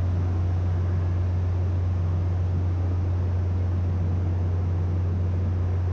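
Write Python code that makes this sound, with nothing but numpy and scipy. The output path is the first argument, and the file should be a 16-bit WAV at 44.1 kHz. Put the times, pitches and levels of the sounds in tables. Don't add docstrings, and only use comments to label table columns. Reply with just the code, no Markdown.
import sys
import numpy as np
from scipy import signal
from scipy.fft import rfft, irfft, next_fast_len
from scipy.io import wavfile
from scipy.ndimage import uniform_filter1d, minimum_filter1d, map_coordinates

SR = 44100
rng = np.random.default_rng(int(sys.argv[2]) if len(sys.argv) > 2 else 0)


def log_audio(samples):
    frames = np.atleast_2d(samples).T
    limited = np.clip(frames, -1, 1)
    pcm = np.round(limited * 32767).astype(np.int16)
    wavfile.write(sys.argv[1], SR, pcm)


N = 261071
TIME_S = np.arange(N) / SR
FIRING_HZ, FIRINGS_PER_CYCLE = 89.88, 12
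CYCLE_HZ = FIRING_HZ / FIRINGS_PER_CYCLE

# t/s, position (0 = air leak and motor, 1 = fan duct)
MIC_PATH = [(0, 0.089), (.8, 0.037), (2.35, 0.8), (3.25, 0.6), (3.95, 0.74), (5.2, 1), (5.92, 1)]
# order (multiple of CYCLE_HZ), base level/dB
DIESEL_ORDERS = [(6, -53.5), (9, -49.6), (10, -57.4), (12, -23.9), (13, -55), (14, -59.5), (15, -46.2),
                 (18, -49.2), (19, -54.7), (21, -44), (22, -56), (27, -49.5), (32, -59), (33, -57.5),
                 (34, -55.3), (36, -52.5), (42, -57.6), (43, -59.5), (44, -60), (47, -58), (48, -56),
                 (50, -60.5), (52, -58.5), (54, -59.5), (58, -62), (66, -62.5), (89, -64)]
# t/s, lower order gain/dB, upper order gain/dB
STANDING_WAVE_GAINS = [(0, -3.5, -3), (.9, 2, 0), (1.75, -3, -5), (2.1, 2, -1), (2.6, -3.5, -4),
                       (3.15, -13, 2), (3.45, -5, 5), (3.75, -3, 3), (4.05, 1.5, 4.5), (4.55, 2.5, -3),
                       (4.9, 2, 4.5), (5.25, 3, 2), (5.7, -1.5, -3), (5.92, -3, -6)]
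# t/s, rise/dB
HULL_BOOMS = [(0.165, 7), (2.025, 6), (2.145, 7), (2.3, 7), (2.42, 7), (2.555, 9), (4.04, 5), (4.78, 6)]
# f/Hz, level per order/dB
CLATTER_SPECTRUM = [(20, -76), (70, -65), (200, -62.5), (380, -64), (480, -66), (620, -66.5), (850, -72),
                    (1100, -76), (1500, -82), (2200, -100), (4000, -130)]

# t/s, level/dB
BLADE_LEVEL = [(0, -66), (.6, -57.5), (1.9, -60.5), (2.4, -56), (3.5, -54), (4.15, -50.5), (4.8, -53),
               (5.92, -57.5)]
# t/s, level/dB
OUTLET_RUSH_LEVEL = [(0, -58), (.6, -55), (1.9, -54.5), (2.6, -53.5), (2.9, -47.5), (3.4, -52.5),
                     (4.3, -52.5), (5.0, -52), (5.4, -66.5), (5.85, -54)]
# f/Hz, width/Hz, gain/dB
OUTLET_MODES = [(455, 83, 0.5), (590, 90, -2.5), (753, 140, -0.5)]
# t/s, level/dB
DUCT_DRONE_LEVEL = [(0, -55.5), (2.3, -56), (2.85, -55.5), (3.3, -47.5), (3.75, -55), (5.1, -45),
                    (5.92, -49)]
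# f/Hz, width/Hz, gain/dB
DUCT_MODES = [(191, 32, -1.5), (380.4, 70, 6), (456, 27, -3.5), (496.6, 20, 0.5)]

# f/Hz, gain/dB
GEAR_LINES = [(1668, 0), (1709, -4), (2213, -11), (1170, -8)]
# t/s, level/dB
GEAR_WHINE_LEVEL = [(0, -72), (.7, -69), (.9, -63.5), (1.35, -65), (1.6, -71), (5.2, -71), (5.55, -63.5),
                    (5.92, -69)]
# f/Hz, width/Hz, gain/dB
CASING_MODES = [(715, 35, 0.5), (990, 90, -3), (1200, 180, -1.5), (1600, 180, -6), (1760, 110, -9.5),
                (1960, 180, -8.5)]
# t/s, half length/s, rise/dB
CASING_SURGES = [(0.885, 0.23, 8), (5.624, .2, 4)]
# f/Hz, level/dB
HUM_LINES = [(70.8, -59), (94.1, -54), (148.1, -56), (178.5, -51.5), (198.2, -54), (316.2, -51),
             (353.3, -55), (592.6, -61.5), (630, -64), (948.6, -67)]
# t/s, half length/s, f/Hz, width/Hz, level/dB
RUSH_BANDS = [(.15, 0.5, 1230, 700, -54.5), (0.23, 0.18, 282, 100, -42.5), (0.498, .5, 715, 70.3, -52.5),
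              (0.778, .22, 1145, 807, -57.5), (1.403, 1.1, 579, 110.6, -55.5), (1.95, 0.27, 223, 45, -47),
              (2.146, 0.17, 1170, 248, -54), (2.299, 0.48, 163.8, 26.2, -46.5),
              (2.848, 0.38, 286.4, 35, -46.5), (2.85, 0.23, 1220, 117.5, -57.5),
              (4.203, 0.54, 267, 99, -47.5), (4.899, .3, 850, 299, -56.5), (5.45, 0.27, 211.6, 45, -42.5),
              (5.802, .25, 1150, 890, -55.5)]

# t/s, level/dB
DECK_LEVEL = [(0, -42.5), (1.6, -51.5), (2.3, -53.5), (2.95, -58.5), (3.4, -48), (4.0, -39), (5.45, -46),
              (5.92, -54)]
# f/Hz, width/Hz, gain/dB
DECK_MODES = [(144, 15, 1.5), (174.3, 11, -2), (216, 57, 1)]
# t/s, half length/s, plate level/dB, sub-bass level/dB
DECK_SWELLS = [(0.183, 0.076, -38.5, -66.5), (2.02, 0.022, -41, -42), (2.556, 0.05, -35.5, -58),
               (2.999, 0.15, -54, -47)]
# f/Hz, width/Hz, gain/dB
SUB_BAND = [(32, 24, 0)]

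# f/Hz, relative density/dB
ROAR_SPECTRUM = [(15, -6.5), (35, -7.5), (65, 3), (120, 1), (230, -1), (290, -7), (380, -1.5), (440, -15.5),
                 (650, -11.5), (860, -14), (1000, -15), (1800, -22), (2800, -30), (4500, -72)]
# f/Hz, relative density/dB
HISS_SPECTRUM = [(1200, -9), (2500, 6), (3700, 3.5), (4500, 0), (5300, 2), (6000, 1.5), (6780, -5.5),
                 (7050, -10), (8500, -20), (10200, -36), (10900, -44.5), (15000, -40.5)]
# t/s, base level/dB
HISS_ENVELOPE = [(0.05, -64.5), (0.1, -64), (4.64, -66.5), (5.85, -66.5)]


def from_db(db):
    return 10 ** (np.asarray(db) / 20)


def unit_rms(x):
    return x / np.sqrt(np.mean(x ** 2) + 1e-20)


def curve(rows, column=1):
    columns = np.transpose(rows)
    return np.interp(TIME_S, columns[0], columns[column])


def spectrum_db(points, hz):
    knots_hz, levels_db = np.transpose(points)
    return np.interp(np.log(np.maximum(hz, 1)), np.log(knots_hz), levels_db)


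def bump(centre_s, half_s):
    return np.exp(-((TIME_S - centre_s) / half_s) ** 2)


def mic_gain(leak_db, duct_db):
    return from_db(leak_db + (duct_db - leak_db) * curve(MIC_PATH))


def drift(rate_hz, hop=100, settle=2000):
    pole = np.exp(-2 * np.pi * rate_hz * hop / SR)
    white = rng.standard_normal(N // hop + settle + 2)
    slow = signal.lfilter([1], [1, -2 * pole, pole * pole], white)[settle:]
    return np.interp(np.arange(N) / hop, np.arange(len(slow)), unit_rms(slow - slow.mean()))


def tone(hz, wander_hz, waver_db):
    turns = np.cumsum(hz + wander_hz * drift(2.0)) / SR + rng.random()
    return unit_rms(np.sin(2 * np.pi * turns) * from_db(waver_db * drift(0.71)))


def resonate(modes):
    out = np.zeros(N)
    for hz, width_hz, db in modes:
        band = signal.butter(2, [hz - width_hz / 2, hz + width_hz / 2], "band", fs=SR, output="sos")
        out += from_db(db) * unit_rms(signal.sosfilt(band, rng.standard_normal(N)))
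    return unit_rms(out)


def room_noise(spectrum, ripple_db, spacing_hz):
    size = next_fast_len(N)
    hz = np.arange(size // 2 + 1) * SR / size
    white = rfft(rng.standard_normal(size))
    ripple = np.interp(hz / spacing_hz, np.arange(N), rng.standard_normal(N))
    colour = from_db(spectrum_db(spectrum, hz) + ripple_db * ripple)
    return unit_rms(irfft(white * colour, size)[:N])


def engine_cycles(speed_spread):
    return rng.random() + np.cumsum(CYCLE_HZ * (1 + speed_spread * drift(0.91))) / SR


def diesel_hum(cycles, throb_orders=(9, 12, 15), thud_orders=(15, 18, 21), thud_lead_cycles=0.125):
    hull_db = sum(db * bump(at_s, half_s=0.028) for at_s, db in HULL_BOOMS)
    extra_db = {21: curve(STANDING_WAVE_GAINS, 1) + hull_db,
                27: curve(STANDING_WAVE_GAINS, 2)}
    out = np.zeros(N)
    for order, level_db in DIESEL_ORDERS:
        gain = from_db(level_db + extra_db.get(order, 0))
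        phase_turns = rng.random()
        if order in throb_orders:
            phase_turns = 0
        if order in thud_orders:
            phase_turns = thud_lead_cycles * (order - thud_orders[0])
        out += np.sqrt(2) * gain * np.cos(2 * np.pi * (order * cycles + phase_turns))
    return out


def diesel_clatter(cycles, size=4096):
    orders = np.arange(size // 2 + 1)
    weak = ~np.isin(orders, np.round(np.array(DIESEL_ORDERS)[:, 0])) & (orders > 0)
    colour = from_db(spectrum_db(CLATTER_SPECTRUM, orders * CYCLE_HZ)) * weak
    phasors = np.exp(2j * np.pi * rng.random((2, len(orders))))
    patterns = irfft(colour * phasors, size) * size / np.sqrt(2)
    at_leak, at_duct = (map_coordinates(p, [cycles % 1 * size], mode="grid-wrap") for p in patterns)
    blend_rad = curve(MIC_PATH) * np.pi / 2
    return np.cos(blend_rad) * at_leak + np.sin(blend_rad) * at_duct


def shaft():
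    return mic_gain(-42.5, -49.5) * tone(hz=59.2, wander_hz=0.056, waver_db=0.5)


def fan():
    blades = from_db(curve(BLADE_LEVEL)) * tone(hz=478.4, wander_hz=0.5, waver_db=0.7)
    outlet = from_db(curve(OUTLET_RUSH_LEVEL)) * resonate(OUTLET_MODES)
    duct = from_db(curve(DUCT_DRONE_LEVEL)) * resonate(DUCT_MODES)
    return blades + outlet + duct


def gearbox(surge_db):
    whine = sum(from_db(db) * tone(hz, wander_hz=2.5, waver_db=1.5) for hz, db in GEAR_LINES)
    casing = from_db(surge_db) * mic_gain(-61.5, -60.5) * resonate(CASING_MODES)
    return from_db(curve(GEAR_WHINE_LEVEL)) * whine + casing


def machinery_hum():
    return sum(from_db(db) * tone(hz, wander_hz=0.35, waver_db=2.0) for hz, db in HUM_LINES)


def machinery_rush():
    return sum(bump(at_s, half_s) * from_db(db) * resonate([(hz, width_hz, 0)])
               for at_s, half_s, hz, width_hz, db in RUSH_BANDS)


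def deck_rumble():
    rumble = from_db(curve(DECK_LEVEL)) * resonate(DECK_MODES)
    plates, sub = resonate(DECK_MODES), resonate(SUB_BAND)
    swells = sum(bump(at_s, half_s) * (from_db(plate_db) * plates + from_db(sub_db) * sub)
                 for at_s, half_s, plate_db, sub_db in DECK_SWELLS)
    return rumble + swells


def ventilation(surge_db, surge_share=0.13):
    gain = mic_gain(-39, -40) * from_db(surge_share * surge_db)
    return gain * room_noise(ROAR_SPECTRUM, ripple_db=3, spacing_hz=14)


def air_leak(gain_db=5.5):
    gain = from_db(curve(HISS_ENVELOPE) + gain_db)
    return gain * room_noise(HISS_SPECTRUM, ripple_db=1.7, spacing_hz=6)


def scene():
    surge_db = sum(db * bump(at_s, half_s) for at_s, half_s, db in CASING_SURGES)
    cycles = engine_cycles(speed_spread=0.00028)
    diesel = mic_gain(0.5, -0.15) * diesel_hum(cycles) + diesel_clatter(cycles)
    machinery = shaft() + fan() + gearbox(surge_db) + machinery_hum() + machinery_rush()
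    return (diesel + machinery + deck_rumble() + ventilation(surge_db) + air_leak())[None]


def record(dry):
    threshold_db, excess_share, trim_db = -18.5, 0.4, -0.07
    window_samples, cutoff_hz = 490, 14800
    crest_db = 20 * np.log10(1e-9 - minimum_filter1d(-np.abs(dry), window_samples))
    cut_db = uniform_filter1d(excess_share * np.maximum(crest_db - threshold_db, 0), window_samples)
    lowpass = signal.butter(8, cutoff_hz, fs=SR, output="sos")
    return signal.sosfiltfilt(lowpass, dry * from_db(trim_db - cut_db))


dry = scene()
out = record(dry)
log_audio(out)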